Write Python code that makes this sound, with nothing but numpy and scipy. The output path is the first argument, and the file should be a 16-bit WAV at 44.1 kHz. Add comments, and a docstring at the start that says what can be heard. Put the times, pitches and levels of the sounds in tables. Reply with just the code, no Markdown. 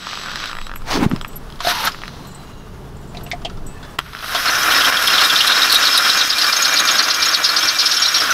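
"""First a cordless drill ticks over slowly, its speed control whining, close to the microphone.
It is aimed at the steel frame of a motorcycle on a concrete drive; on the third pull it bores in.
Gears rattle in the housing and the bit sticks and slips in short squeaks once or twice a turn, then jams.
Between the pulls: chuck ticks, knocks on the fender, a jingling metal piece, a rub on the microphone
mount. Wind buffets the microphone and traffic rumbles far off."""
import sys
import numpy as np
from scipy import signal
from scipy.fft import rfft, irfft, next_fast_len
from scipy.io import wavfile
from scipy.ndimage import uniform_filter1d, minimum_filter1d

SR = 44100
rng = np.random.default_rng(int(sys.argv[2]) if len(sys.argv) > 2 else 0)


def persist_wave(psi):
    """Save psi, clipped to +-1, as 16-bit WAV."""
    counts = np.round(np.clip(psi, -1, 1) * 32767).astype(np.int16)
    wavfile.write(sys.argv[1], SR, np.atleast_2d(counts).T)


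N = 367353
TIME_S = np.arange(N) / SR


def from_db(db):
    """dB to gain."""
    return 10 ** (np.asarray(db) / 20)


def rms_one(x):
    """Scale to rms 1."""
    return x / np.sqrt(np.mean(x ** 2) + 1e-20)


def in_time(rows):
    """Columns of a timed table at every sample; -120 outside its span."""
    s, *columns = np.transpose(rows)
    return [np.interp(TIME_S, s, column, -120, -120) for column in columns]


def drift(per_s):
    """Random wander of spread about 1, with per_s turning points a second."""
    steps = rng.standard_normal(int(N * per_s / SR) + 3)
    return 1.22 * np.interp(TIME_S * per_s, np.arange(len(steps)), steps)


def noise():
    """White noise of spread 1."""
    return rng.standard_normal(N)


def grains(per_s, spread_db):
    """Random contacts of uneven size."""
    sizes = from_db(spread_db * np.minimum(rng.exponential(1, N), 4)) * rng.choice([-1, 1], N)
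    return sizes * (rng.random(N) < per_s / SR)


def colour(x, spectrum):
    """Shape by a spectrum (f/Hz, level/dB) falling 38 dB an octave past its ends; rms 1."""
    hz, db = np.transpose(spectrum)
    size = next_fast_len(N)
    octave = np.log2(np.maximum(np.fft.rfftfreq(size, 1 / SR), 1))
    beyond = np.maximum(np.log2(hz[0]) - octave, 0) + np.maximum(octave - np.log2(hz[-1]), 0)
    gain = from_db(np.interp(octave, np.log2(hz), db) - 38 * beyond)
    return rms_one(irfft(rfft(x, size) * gain, size)[:N])


def ring(clicks, hz, t60):
    """A unit click sets a sine of height 1 ringing."""
    r, w = from_db(-60 / (t60 * SR)), 2 * np.pi * hz / SR
    return signal.lfilter([0, np.sin(w)], [1, -2 * r * np.cos(w), r * r], clicks + 1e-18)


def resonance(x, hz, width_hz, passes=1):
    """Band around hz with gain 1 on top; more passes steepen it."""
    r, w = np.exp(-np.pi * width_hz / SR), 2 * np.pi * hz / SR
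    for _ in range(passes):
        x = signal.lfilter(np.array([1, 0, -1]) * (1 - r * r) / 2, [1, -2 * r * np.cos(w), r * r], x)
    return x


def struck(blows, modes, split_hz, upper_db, scatter_db, contact_s):
    """Short pushes (t/s, level/dB, treble/dB) ring a body; treble drives the modes above split_hz."""
    s, db, treble_db = np.transpose(blows)
    out = 0
    for hz, mode_db, t60 in modes:
        louder, later = rng.standard_normal((2, len(s)))
        at = ((s + contact_s * np.abs(later)) * SR).astype(int)
        blow_db = db if hz < split_hz else treble_db + upper_db
        clicks = np.zeros(N)
        clicks[at] = from_db(mode_db + blow_db + scatter_db * louder)
        push = ring(clicks, hz, 3 * contact_s)
        out += ring(push, hz, t60) / (0.24 * contact_s * SR)
    return out


def cracks(blows, t60):
    """The first instant of each blow: a bright puff of noise, set by its treble level."""
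    s, _, treble_db = np.transpose(blows)
    clicks = np.zeros(N)
    clicks[(s * SR).astype(int)] = from_db(treble_db)
    decay = signal.lfilter([1], [1, -from_db(-60 / (t60 * SR))], clicks + 1e-18)
    return resonance(decay * noise(), 6700, 9000)


def echoes(x):
    """The ground and the garage wall send a few dull copies back to the microphone."""
    out, dull = x.copy(), signal.lfilter([.5], [1, -.5], x)
    for lag_s, db in ((.0031, -20), (.0074, -13.5), (.0125, -15.5), (.016, -32), (.023, -26)):
        lag = int(lag_s * SR)
        out[lag:] += from_db(db) * dull[:-lag]
    return out


# Wind and traffic rumble as heard, turned down by the recorder while the drill is loud:
# t/s, wind level/dB, traffic level/dB
HEARD_AMBIENCE = [(0.0, -53, -49), (0.35, -40, -41.5), (0.65, -28.5, -51.5), (1.04, -26, -30),
                  (1.3, -33, -40.5), (2.2, -39, -39), (3.7, -34.5, -35), (4.04, -44, -41), (4.3, -44, -46),
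                  (4.89, -51, -41.5), (5.66, -49, -43.5), (7.31, -59, -49.5), (8.33, -57, -50)]
# Spectra of wind on the microphone, far traffic and its tyres: f/Hz, level/dB
WIND_SPECTRUM = [(15, 2.5), (33, -13), (60, -26), (110, -25.5), (200, -49)]
TRAFFIC_SPECTRUM = [(29, -36), (50, 1.5), (178, -4.5), (330, -12), (430, -8.5), (555, -25), (582, -14),
                    (751, -20.5), (900, -18.5), (1170, -35), (1980, -120)]
TYRE_SPECTRUM = [(180, 6), (300, -4), (528, -5.5), (603, -7), (1170, -3.5), (2400, -17), (2840, -15),
                 (5250, -20), (8220, -27), (8940, -25.5), (16000, -31)]
# Tyres far off: t/s, level/dB
TYRE_LEVELS = [(.7, -42), (1.3, -40.5), (1.55, -40.5), (2.0, -38.5), (2.4, -40.5), (2.8, -45), (3.2, -40),
               (3.6, -42.5), (3.95, -39), (4.1, -74)]
# Low drone in the traffic: f/Hz, relative level/dB
DRONE_TONES = [(35, -1.5), (141, -3.5), (177, -10)]


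def outdoors():
    """Lumpy wind right on the microphone; rumble, drone and tyre hiss from far traffic."""
    wind_db, traffic_db = in_time(HEARD_AMBIENCE)
    wind = from_db(wind_db + 1.1 * drift(12)) * colour(noise(), WIND_SPECTRUM)
    rumble = from_db(traffic_db + 1.46 * drift(9)) * colour(noise(), TRAFFIC_SPECTRUM)
    tyre_db = np.interp(TIME_S, *np.transpose(TYRE_LEVELS)) + 0.93 * drift(28)
    tyres = from_db(tyre_db) * colour(noise(), TYRE_SPECTRUM)
    drone = 0
    for hz, db in DRONE_TONES:
        phase = 2 * np.pi * np.cumsum(hz + 1.54 * drift(4)) / SR
        drone += from_db(traffic_db - 1.3 + db + 2.1 * drift(6.3)) * np.sin(phase)
    return wind + rumble + drone + tyres


# Brushing at the microphone mount: t/s, scrape level/dB, boom level/dB, squeaky edge level/dB
RUB_LEVELS = [(0.84, -41.5, -43.5, -59), (0.912, -19.5, -38, -23.5), (0.958, -18.5, -18, -21),
              (0.98, -25.5, -15.5, -33), (1.01, -25, -18.5, -49), (1.058, -23, -18, -52),
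              (1.086, -45, -37, -50), (1.12, -34, -23, -50), (1.2, -48, -55, -54)]
# Spectrum of that scrape: f/Hz, level/dB
RUB_SPECTRUM = [(240, -34), (400, -11), (676, -4), (935, -3), (1580, -9.5), (2470, -11.5), (4310, -21),
                (12700, -34), (16000, -35)]
# Bumps on the mount: t/s, level/dB, f/Hz, t60/s
MOUNT_THUMPS = [(1.06, 3.5, 173, 0.012), (1.109, -14.5, 240, .04), (1.131, -3, 186, 0.018)]


def mount_rub():
    """Something brushes the microphone mount: a grainy scrape, a boom and a few soft thumps."""
    scrape_db, boom_db, edge_db = in_time(RUB_LEVELS)
    scrape = colour(grains(3000, spread_db=-0.5), RUB_SPECTRUM) * from_db(scrape_db + 1.8 * drift(80.2))
    boom = rms_one(resonance(resonance(noise(), 238, 170), 243, 150)) * from_db(boom_db)
    edge_spectrum = [(3400, -0.5), (4700, 0), (6300, -5), (7200, -19), (16000, -29)]
    edge = colour(grains(6000, spread_db=1.5), edge_spectrum) * from_db(edge_db + 2.5 * drift(70))
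    out = scrape + boom + edge
    t = TIME_S[:SR // 10]
    for s, db, hz, t60 in MOUNT_THUMPS:
        swell = np.minimum(t / 0.0073, 1) * from_db(-60 * np.maximum(t - .006, 0) / t60)
        at = int(s * SR)
        out[at:at + len(t)] += from_db(db) * swell * np.sin(2 * np.pi * hz * t)
    return out


# Sinking whistles: start t/s, end t/s, start f/Hz, end f/Hz, width/Hz, level/dB
WHISTLE_GLIDES = [(1.691, 1.892, 1003, 892, 250.4, -28), (1.95, 2.65, 4250, 3910, 224, -54),
                  (1.95, 2.303, 6200, 5900, 200, -61), (2.25, 2.8, 2900, 2770, 120, -57.5),
                  (2.42, 2.8, 6780, 6520, 39.8, -63), (1.92, 2.148, 5200, 5000, 200, -63),
                  (3.67, 3.8, 2650, 2600, 60.3, -55), (3.717, 3.94, 1780, 1710, 50.4, -50),
                  (3.798, 3.95, 3500, 3430, 60.3, -53)]


def whistles():
    """Airy bands of noise swell, sink and fade, most as the motor coasts down."""
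    out = 0
    for start, end, from_hz, to_hz, width_hz, db in WHISTLE_GLIDES:
        progress = np.clip((TIME_S - start) / (end - start), 0, 1)
        phase = 2 * np.pi * np.cumsum(from_hz + (to_hz - from_hz) * progress) / SR
        band = drift(width_hz) * np.sin(phase) + drift(width_hz) * np.cos(phase)
        out += from_db(db) * np.sin(np.pi * progress) ** .5 * band
    return out


# Light blows on a metal piece: t/s, level/dB, treble level/dB
JINGLE_BLOWS = [(0.7552, -42.5, -42), (0.8194, -57, -66), (1.0945, -51, -47), (1.2121, -52, -60),
                (1.278, -53, -46), (1.3568, -55, -40), (1.8482, -38, -35), (2.2687, -46.5, -60),
                (2.3431, -49, -60), (2.9672, -50, -65), (3.0094, -58, -56), (3.0709, -48.5, -58),
                (3.2335, -49, -44), (3.3019, -56.5, -47), (3.665, -45, -52), (3.9044, -60, -65)]
# Its modes: f/Hz, relative level/dB, t60/s
METAL_MODES = [(5800, -8, 0.15), (7130, -10, 0.33), (7200, 1, .08), (7980, 4.5, 0.26), (8320, -1, 0.057),
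               (9900, 2, .06), (11500, 8.5, 0.049), (12600, 6, .05), (14200, 6, 0.079), (14600, -4, .04)]


def jingles():
    """A metal piece jingles faintly, its high ring flickering in level."""
    metal = struck(JINGLE_BLOWS, METAL_MODES, split_hz=9000, upper_db=-2, scatter_db=5.5, contact_s=.0015)
    return from_db(4.5 * drift(90)) * metal + from_db(-2) * cracks(JINGLE_BLOWS, t60=.012)


# The bit against the fender: t/s, level/dB, strongest f/Hz, thud level/dB
FENDER_KNOCKS = [(1.6038, -15, 1180, -29), (1.6482, -18, 3660, -15), (1.6714, -15, 4260, -7),
                 (1.705, -23, 1370, -20), (1.8711, -7, 1300, -25), (1.9174, -27, 4960, -47),
                 (2.2494, -33, 1110, -42), (3.1474, -34, 2640, -27.5), (3.1697, -28, 3780, -31),
                 (3.2076, -33, 1210, -46), (3.2635, -30, 2660, -31), (3.3144, -14.5, 2180, -43),
                 (3.3334, -37, 1250, -17), (3.417, -34, 1130, -40), (3.4491, -18.5, 3220, -19.5),
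                 (3.4554, -25, 2720, -16.5), (3.4979, -29, 1230, -50), (3.5723, -33, 1000, -58),
                 (3.8287, -27, 1700, -36), (3.849, -32, 1720, -47), (4.348, -9, 1120, -17),
                 (4.4568, -9, 1410, -26)]


def knocks():
    """The bit knocks on the fender: a ringing tip, a dying rattle and a hollow thud."""
    out, thuds = np.zeros(N), np.zeros(N)
    t = TIME_S[:SR // 8]
    for s, db, hz, thud_db in FENDER_KNOCKS:
        rattle = rng.standard_normal(len(t)) * from_db(-60 * t / 0.066)
        tip = resonance(rattle, hz, 640, passes=2)
        clatter = resonance(rattle, 2500, 4300, passes=3)
        at = int(s * SR)
        out[at:at + len(t)] += from_db(db) * (3.9 * tip + 1.2 * clatter)
        thuds[at] = from_db(thud_db)
    return out + ring(thuds, hz=709, t60=0.069)


# Single chuck and gear ticks: t/s, level/dB, treble level/dB
SINGLE_TICKS = [(0.259, -18, -29), (0.284, -17.5, -37), (0.315, -20, -29), (0.357, -16, -21.5),
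                (0.401, -19, -25), (0.439, -16.5, -26), (0.457, -16, -24), (0.614, -14.5, -29),
                (0.667, -17, -27), (0.819, -26, -38), (1.113, -11, -32), (1.161, -17.5, -27.5),
                (1.212, -18.5, -25.5), (1.247, -12, -30.5), (1.331, -36, -40), (1.501, -34, -37),
                (1.523, -35, -38), (1.557, -42, -36), (1.945, -18, -38), (1.987, -26, -35),
                (2.017, -22, -34), (2.035, -13, -36), (2.056, -23, -36), (2.079, -17, -28),
                (3.986, -7, -22), (3.989, 1, -10)]
# Gears turning slowly enough to tick evenly: first t/s, last t/s, gap/s, level/dB, treble level/dB
SLOW_GEAR_RUNS = [(0.068, 0.237, 0.021, -17.5, -30), (0.496, 0.59, 0.018, -16.5, -30.5),
                  (0.694, 0.76, 0.022, -18, -37), (4.13, 4.286, 0.019, -18, -31.5)]
# Modes of the drill housing: f/Hz, relative level/dB, t60/s
HOUSING_MODES = [(1303, 4.5, 0.0058), (1800, 0.5, 0.0043), (2610, 4.5, 0.0019), (3270, -1.5, 0.0056),
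                 (3990, -2.5, 0.0049), (5100, -4.5, 0.0059)]


def ticks():
    """Chuck and gears ring the housing; in a run each tick is a little off in time and strength."""
    blows = list(SINGLE_TICKS)
    for first, last, gap, db, treble_db in SLOW_GEAR_RUNS:
        for s in np.arange(first, last + gap / 2, gap):
            blows.append((rng.normal(s, .001), rng.normal(db, 2), treble_db))
    housing = struck(blows, HOUSING_MODES, split_hz=2900, upper_db=11, scatter_db=3, contact_s=.001)
    return from_db(-2.5) * housing + from_db(-7.5) * cracks(blows, t60=0.021)


# Spells at part trigger: on t/s, off t/s, level/dB
WHINE_SPELLS = [(0, 0.678, -48.5), (1.633, 1.74, -50), (4.01, 4.3, -64)]
# Tones of the speed control: f/Hz, relative level/dB
WHINE_TONES = [(3876, 5), (7752, 2.5), (11628, -11)]


def whine():
    """At part trigger the speed control whines, steady in pitch and wavering in level."""
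    gate = sum(from_db(db) * (TIME_S > on) * (TIME_S < off) for on, off, db in WHINE_SPELLS)
    level = uniform_filter1d(gate, 600) * from_db(2.3 * drift(8.8))
    return level * sum(from_db(db + 0.5 * drift(30.2)) * np.sin(2 * np.pi * hz * TIME_S)
                       for hz, db in WHINE_TONES)


# Tone of the meshing gears: t/s, f/Hz, level/dB
MESH_GLIDE = [(4.3, 2310, -64), (4.7, 2402, -30.5), (6.0, 2403, -26), (8.2, 2340, -34.5), (8.24, 2296, -36),
              (8.28, 1800, -28), (8.315, 1426, -8.5), (8.33, 1230, -32)]


def gear_mesh():
    """Meshing teeth sing over the motor's own turning; as the bit jams they sink and gain overtones."""
    hz, db = in_time(MESH_GLIDE)
    phase = 2 * np.pi * np.cumsum(hz * (1 + 0.01103 * drift(70))) / SR
    jam = np.clip((2300 - hz) / 200, 0, 1) * (db > -100) * from_db(-32.5 + 4.2 * drift(80))
    tone = from_db(db + 1.5 + (hz > 2300) * 4.5 * drift(60)) * np.sin(phase)
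    motor = from_db(np.minimum(db, -34) - 13) * np.sin(phase / 7.45)
    return tone + jam * (np.sin(2 * phase) + np.sin(3 * phase)) + motor


# Main and high modes of bit and frame: f/Hz, width/Hz, level/dB
STEEL_MODES = [(2720, 33, 5.5), (3282, 43, 7.5), (3705, 13, -11.5), (3815, 30, 8.5), (4290, 22, 1.5),
               (4280, 20, -31), (4960, 75, -24), (5193, 270, 3.5), (5400, 42, -23), (6470, 88, 2)]
HIGH_STEEL_MODES = [(7930, 130, 2.5), (9660, 25, 10.5), (10800, 92, -3), (11400, 460, -10.5),
                    (13100, 110, 1.5)]


def steel(x, modes=STEEL_MODES):
    """Bit and frame ring along with whatever shakes them."""
    return sum(from_db(db) * resonance(x, hz, width) * (-1) ** k
               for k, (hz, width, db) in enumerate(modes))


# Air from the drill's fan, close by: f/Hz, level/dB
FAN_SPECTRUM = [(5500, -1), (6740, -3), (7300, -14), (8600, -5.5), (10500, -1), (12500, 1), (14000, -6.5),
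                (15200, -7), (16500, -27)]


def fan(db, slips):
    """The fan hisses through the high modes of the steel, which each slip shakes harder."""
    air = colour(noise(), FAN_SPECTRUM)
    shaken = uniform_filter1d(np.abs(slips), 200) * from_db(7.5 * drift(40))
    return from_db(db + 0.96 * drift(90)) * (air + (0.46 + 4.9 * shaken) * steel(air, HIGH_STEEL_MODES))


# Spectra of the bit running free and cutting: f/Hz, level/dB
WHIRR_SPECTRUM = [(1120, -39), (1900, -6), (2320, -6), (3960, 1), (4410, -1.5), (6030, -6.5), (7220, -21),
                  (8000, -22), (10400, -47), (17600, -120)]
CHIP_SPECTRUM = [(1800, 0), (2140, -11), (2930, -5.5), (3700, 0.5), (4600, -3), (5300, 4), (5900, -2.5),
                 (7000, -11), (8000, -12.5)]
BITE_S = 4.59   # the bit is fully in the steel


def cutting(db):
    """Over half a second the free whirr gives way to the hiss of chips, which ring the steel."""
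    chips = colour(rms_one(grains(5000, spread_db=2.5)) + 0.55 * noise(), CHIP_SPECTRUM)
    whirr = colour(rms_one(grains(4000, spread_db=5)) + noise(), WHIRR_SPECTRUM)
    boring = rms_one(chips + 1.78 * from_db(1.97 * drift(25)) * steel(chips))
    bite = np.clip((TIME_S - BITE_S) / 0.5 + 1, 0, 1)
    return from_db(db + 0.66 * drift(150)) * (bite * boring + (1 - bite) * whirr)


def squeak(length_s, hz, spread_hz):
    """One stick-slip burst at rms 1: a wavering core and weak octave, torn to a rasp by a wide spread."""
    t = TIME_S[:int(3 * length_s * SR)]
    rise = np.minimum(t / (0.14 * length_s), 1) ** 2
    decay = np.exp(-np.maximum(t / length_s - .6, 0) / .5)
    rates = (150, 350, 2 * spread_hz, 1.477 * spread_hz, 4.5 * spread_hz)
    wander, flutter, tear, twist, grit = [np.interp(t * rate, np.arange(400), rng.standard_normal(400))
                                          for rate in rates]
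    phase = 2 * np.pi * np.cumsum(hz + 0.14 * spread_hz * wander) / SR
    torn = np.clip((spread_hz - 220) / 200, 0, 1)
    core = (1 - .85 * torn) * np.sin(phase) + from_db(-22) * (1 - .7 * torn) * np.sin(2 * phase)
    rasp = 0.23 * (tear + 0.61 * grit) * np.sin(phase) + 0.44 * twist * np.cos(phase)
    return rms_one(rise * decay * (core + torn * rasp) * from_db(1.3 * flutter))


# The loudest slips in the hole, climbing through the modes of the steel: t/s, level/dB, f/Hz
LOUD_SLIPS = [(4.356, -25, 3500), (4.458, -25.5, 5250), (4.714, -22, 3270), (4.807, -20, 3190),
              (4.846, -18.5, 3270), (4.967, -16, 3360), (5.074, -15, 3320), (5.098, -23, 2790),
              (5.133, -20, 3880), (5.149, -20, 3750), (5.18, -14.5, 3320), (5.213, -18, 4330),
              (5.237, -17.5, 3750), (5.297, -13.5, 3360), (5.357, -14, 3660), (5.387, -16.5, 4350),
              (5.405, -12, 3270), (5.468, -13, 3880), (5.499, -14, 3830), (5.518, -11.5, 3830),
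              (5.567, -24, 4260), (5.618, -12.5, 3880), (5.697, -17, 4260), (5.717, -13, 4220),
              (5.745, -10.5, 3830), (5.831, -19, 3790), (5.853, -15, 4310), (5.87, -14.5, 3830),
              (5.946, -18.5, 4260), (5.958, -16.5, 5040), (5.975, -11, 3830), (6.077, -19, 5000),
              (6.094, -12, 3830), (6.19, -20, 4570), (6.208, -13, 3830), (6.298, -20, 4260),
              (6.301, -10.5, 5000), (6.326, -18, 3700), (6.383, -15.5, 4220), (6.414, -13, 5120),
              (6.438, -17.5, 4650), (6.524, -15, 5080), (6.646, -17, 4260), (6.647, -17, 5040),
              (6.759, -18, 4480), (6.768, -16, 5040), (6.786, -16, 3830), (6.87, -23, 5000),
              (6.886, -20, 3400), (6.981, -15.5, 5300), (6.991, -15, 4310), (7.033, -20, 5040),
              (7.099, -19.5, 4180), (7.101, -18.5, 5080), (7.138, -21.5, 5040), (7.224, -20, 5340),
              (7.25, -28, 4130), (7.284, -21.5, 5420), (7.325, -20, 5250), (7.34, -15, 4310),
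              (7.442, -12, 5080), (7.491, -19.5, 4260), (7.561, -18, 5000), (7.585, -24, 6160),
              (7.628, -21.5, 5490), (7.673, -18.5, 5560), (7.685, -18.5, 4390), (7.695, -26, 6300),
              (7.703, -32, 3280), (7.786, -14, 5000), (7.807, -22, 5040), (7.857, -13, 5250),
              (7.965, -16, 5340), (7.998, -26, 6730), (8.019, -14, 5560), (8.032, -24, 3880),
              (8.053, -17, 3920), (8.079, -19, 5560), (8.14, -25, 3920), (8.143, -21, 5510),
              (8.162, -20, 5600), (8.2, -23, 5510), (8.205, -23, 5040)]
# Two modes on which the bit drags deep in the hole: f/Hz, level/dB
DRAG_TONES = [(4250, -24.5), (5250, -21)]
# Spells in which both cutting edges chirp: start t/s, end t/s, first level/dB, last level/dB
CHIRP_SPELLS = [(6.174, 6.3, -18, -19), (6.564, 7.44, -17, -24), (7.544, 8.25, -32, -30.5)]
# Pitches of the faint slips in between: f/Hz
FAINT_PITCHES = [3300, 3740, 4260, 5000, 5300, 5460, 5520, 5930]
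TURN_S, SLIP_S = 0.1154, 0.014   # one turn of the bit, one short slip
ROUGH_SPREAD_HZ, CLEAN_SPREAD_HZ = 490, 310


def bit_slips():
    """The bit sticks and slips: loud squeaks, drags once a turn, chirps twice a turn, faint squeaks."""
    out = np.zeros(N + SR)

    def slip(s, db, hz, length_s, spread_hz):
        burst = from_db(db) * squeak(length_s, hz, spread_hz)
        at = int((s - .1 * length_s) * SR)
        out[at:at + len(burst)] += burst

    for s, db, hz in LOUD_SLIPS:
        length_s = SLIP_S * (1 + 0.12 * (s - BITE_S))   # longer as the hole deepens
        slip(s, db, hz, length_s, CLEAN_SPREAD_HZ if hz > 5300 else ROUGH_SPREAD_HZ)
    for s in np.arange(6.297, 8.2, TURN_S):
        for hz, db in DRAG_TONES:
            slip(s, db, hz, length_s=0.024, spread_hz=750)
    for start, end, first_db, last_db in CHIRP_SPELLS:
        for k, s in enumerate(np.arange(start, end, TURN_S / 2)):
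            db = np.interp(s, [start, end], [first_db, last_db]) - 1.5 * (k % 2)   # second edge is softer
            slip(s, rng.normal(db, 2), rng.normal(6515, 60), SLIP_S, CLEAN_SPREAD_HZ)
    for k, (late, softer, pick, longer) in enumerate(rng.random((120, 4))):
        s = 4.45 + 0.05 * (k + late)   # one faint slip somewhere in every 50 ms
        if s < N / SR:
            hz = FAINT_PITCHES[int(pick * len(FAINT_PITCHES))]
            slip(s, -25 - 7.6 * softer, hz, 0.02 * (.5 + longer), ROUGH_SPREAD_HZ)
    return out[:N]


# Three pulls of the trigger, a list each: t/s, gear level/dB, cutting level/dB
TRIGGER_PULLS = [
    [(0.0, -42, -38.5), (0.13, -34.5, -30.5), (0.3, -33, -34), (0.48, -31.5, -30.5), (0.56, -43, -52),
     (0.63, -50, -40), (0.75, -62, -59)],
    [(1.59, -49, -46), (1.655, -25.5, -26.5), (1.71, -16.5, -17), (1.735, -28, -28), (1.87, -21, -24),
     (1.91, -39, -41.5), (2.1, -62, -44), (2.3, -68, -56), (2.9, -54, -74)],
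    [(4.0, -42, -46), (4.11, -40.5, -46.5), (4.36, -20, -21.5), (4.58, -18.5, -24), (4.75, -14, -18.5),
     (5.7, -13.5, -13.5), (6.39, -14.5, -15), (7.22, -19, -22.5), (8.03, -20.5, -20), (8.33, -21.5, -24)],
]
# Fan hiss against the gear rattle in each pull, faint at part trigger: level/dB
FAN_OFFSETS = [-22.5, -10.5, -12]
# Gear rattle in the housing: f/Hz, level/dB
GEAR_SPECTRUM = [(71, -52), (120, -25), (318, -11), (365, -19), (408, -14.5), (706, -8), (892, -12),
                 (1070, -3), (1420, 3), (2240, -8.5), (3200, -10.5), (4160, -17.5), (7040, -120)]


def drill():
    """The drill close up: gears, cutting and fan waver with the uneven load; each slip tears chips."""
    pulls = [in_time(pull) for pull in TRIGGER_PULLS]
    gear_db, cut_db = np.max(pulls, axis=0)
    fan_db = np.max([pull[0] + db for pull, db in zip(pulls, FAN_OFFSETS)], axis=0)
    load = drift(35)
    teeth = rms_one(grains(2500, spread_db=2.5)) + 0.51 * noise()
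    gears = from_db(gear_db + 1.66 * drift(45) + .5 * load) * colour(teeth, GEAR_SPECTRUM)
    slips = bit_slips()
    scrape = colour(teeth, [(3600, 0), (5800, -1), (6600, -17)])
    squeal = slips + .62 * uniform_filter1d(np.abs(slips), 300) * scrape
    machine = whine() + gear_mesh() + fan(fan_db + 0.14 * load, slips) + gears
    return machine + cutting(cut_db + 0.56 * load) + squeal + 0.88 * steel(squeal)


def scene():
    """One microphone on the drive, near the drill; only jingles, knocks and ticks get echoes."""
    return (outdoors() + mount_rub() + whistles() + echoes(jingles() + knocks() + ticks()) + drill())[None]


def record(dry):
    """A limiter that looks ahead ducks everything around loud peaks; the top is cut."""
    threshold_db, release_db_per_s, cutoff_hz = -1.59, 38.5, 15730
    over_db = np.maximum(20 * np.log10(np.abs(dry[0]) + 1e-9) - threshold_db, 0)
    fall_db = release_db_per_s * TIME_S
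    held_db = np.maximum.accumulate(over_db + fall_db) - fall_db
    ahead = int(.022 * SR)
    coming_db = -minimum_filter1d(-held_db, ahead, origin=-(ahead // 2))
    duck_db = .8 * uniform_filter1d(coming_db, ahead // 4)
    limited = np.clip(dry * from_db(-duck_db), -.98, .98)
    return signal.sosfilt(signal.ellip(14, .3, 80, cutoff_hz, fs=SR, output="sos"), limited)


dry = scene()
out = record(dry)
persist_wave(out)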